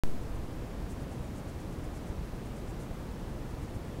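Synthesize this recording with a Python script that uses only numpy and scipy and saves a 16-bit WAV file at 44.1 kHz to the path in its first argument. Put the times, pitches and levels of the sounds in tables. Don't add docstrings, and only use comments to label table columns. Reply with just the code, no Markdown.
import sys
import numpy as np
from scipy import signal
from scipy.fft import rfft, irfft
from scipy.io import wavfile

SR = 44100
rng = np.random.default_rng(int(sys.argv[2]) if len(sys.argv) > 2 else 0)


def dump_mix(stems):
    frames = np.atleast_2d(stems).T
    limited = np.clip(frames, -1, 1)
    pcm = np.round(limited * 32767).astype(np.int16)
    wavfile.write(sys.argv[1], SR, pcm)


N = 176400


def gain(db):
    return 10 ** (np.asarray(db) / 20)


def noise(tone):
    pitch_hz, level_db = np.array(tone).T
    all_hz = np.maximum(np.arange(N // 2 + 1) * SR / N, 1)
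    curve_db = np.interp(np.log(all_hz), np.log(pitch_hz), level_db)
    coloured = irfft(rfft(rng.standard_normal(N)) * gain(curve_db), N)
    return coloured / coloured.std()


def gentle_filter(sound, hz, kind):
    return signal.sosfilt(signal.butter(1, hz, kind, fs=SR, output="sos"), sound)


SWITCH_ON_S = .0358
POP_DB, POP_FADE_S, POP_SWING_HZ = -19.5, 0.17, 1.15
SETTLING_DB, SETTLING_FADE_S = -57, 0.12
# pitch_hz, level_db
SETTLING_TONE = [(1000, -4), (4000, 5), (9000, 3), (15700, -2)]


def switch_on_pop(t):
    age_s = np.maximum(t - SWITCH_ON_S, 0)
    pop = -gain(POP_DB) * np.exp(-age_s / POP_FADE_S) * np.cos(2 * np.pi * POP_SWING_HZ * age_s)
    bright_hiss = gain(SETTLING_DB) * np.exp(-age_s / SETTLING_FADE_S) * noise(SETTLING_TONE)
    return pop + bright_hiss


HISS_DB = -39.5
# pitch_hz, level_db
HISS_TONE = [(10, -14), (30, 4), (70, -0.5), (160, -2), (230, -5.5), (310, -7), (400, -10.5), (500, -12),
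             (750, -17), (1000, -20), (1400, -24.5), (2000, -28), (3200, -33), (5000, -36.5), (8300, -40),
             (12000, -43), (15700, -45.5)]


def microphone_hiss():
    return gain(HISS_DB) * noise(HISS_TONE)


DIPS_PER_S, FIRST_DIP_S, DIP_LENGTH_S, DIP_JITTER_S = 22.245, .1667, 0.0053, 0.00052
DIP_DB, DIP_SPREAD = -33, 0.53


def electrical_flutter(t):
    dips = np.zeros(N)
    due_times = np.arange(FIRST_DIP_S, t[-1], 1 / DIPS_PER_S)
    for due_s in due_times:
        late, deep = rng.standard_normal(2)
        start_s = due_s + DIP_JITTER_S * late
        dips[int(start_s * SR):int((start_s + DIP_LENGTH_S) * SR)] = -max(1 + DIP_SPREAD * deep, 0)
    bouncing = gentle_filter(dips, hz=27.2, kind="highpass")
    rounded = gentle_filter(bouncing, hz=193, kind="lowpass")
    return gain(DIP_DB) * rounded


SNIFF_DB, SNIFF_EDGE = -61.5, 0.43
WHISTLE_DB, WHISTLE_WIDTH_HZ = -7, 640
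# pitch_hz, level_db
NOSTRIL_TONE = [(3000, -26), (4500, -11), (5600, -0.5), (7000, 1.5), (8000, 0), (9200, 0), (10200, -3),
                (11400, -6), (12300, -12), (15000, -26)]
# middle_s, length_s, level_db, whistle_hz
SNIFFS = [(0.23, .04, -4.5, 7800), (.357, .035, -5, 8600), (.913, 0.053, 2, 7800), (1.018, 0.056, -5, 9300),
          (1.128, 0.057, -2.5, 8400), (1.25, 0.06, -5, 8500), (1.376, .068, 0, 8700),
          (1.493, .045, -2.5, 8400), (1.609, 0.037, -3, 8800), (1.731, 0.046, -4, 8200),
          (1.849, .04, -3, 7500), (1.966, .064, -1.5, 9800), (2.08, .06, -4, 8300),
          (2.357, 0.038, -7, 8000), (2.466, .04, -4.5, 9800), (2.577, .052, -2.5, 7900),
          (2.695, .052, -2, 7400), (2.817, .058, 0, 10100), (2.942, .035, -8, 8000),
          (3.507, .055, -7.5, 9800), (3.631, .05, -3, 8200), (3.758, .048, -3, 7900),
          (3.878, .035, -8.5, 8700)]


def sniffs(t):
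    rush = noise(NOSTRIL_TONE)
    sound = np.zeros(N)
    for middle_s, length_s, level_db, whistle_hz in SNIFFS:
        ramp = np.clip((.5 - np.abs(t - middle_s) / length_s) / SNIFF_EDGE, 0, 1)
        swell = np.sin(ramp * np.pi / 2)
        nostril = signal.iirpeak(whistle_hz, whistle_hz / WHISTLE_WIDTH_HZ, fs=SR)
        whistle = signal.lfilter(*nostril, rng.standard_normal(N))
        sound += gain(level_db) * swell * (rush + gain(WHISTLE_DB) * whistle / whistle.std())
    return gain(SNIFF_DB) * sound


def scene():
    t = np.arange(N) / SR
    sound = switch_on_pop(t) + microphone_hiss() + electrical_flutter(t) + sniffs(t)
    return (sound * (t >= SWITCH_ON_S))[None]


def record(dry):
    top_hz = 15750
    return signal.sosfilt(signal.ellip(12, .1, 70, top_hz, fs=SR, output="sos"), dry)


dry = scene()
out = record(dry)
dump_mix(out)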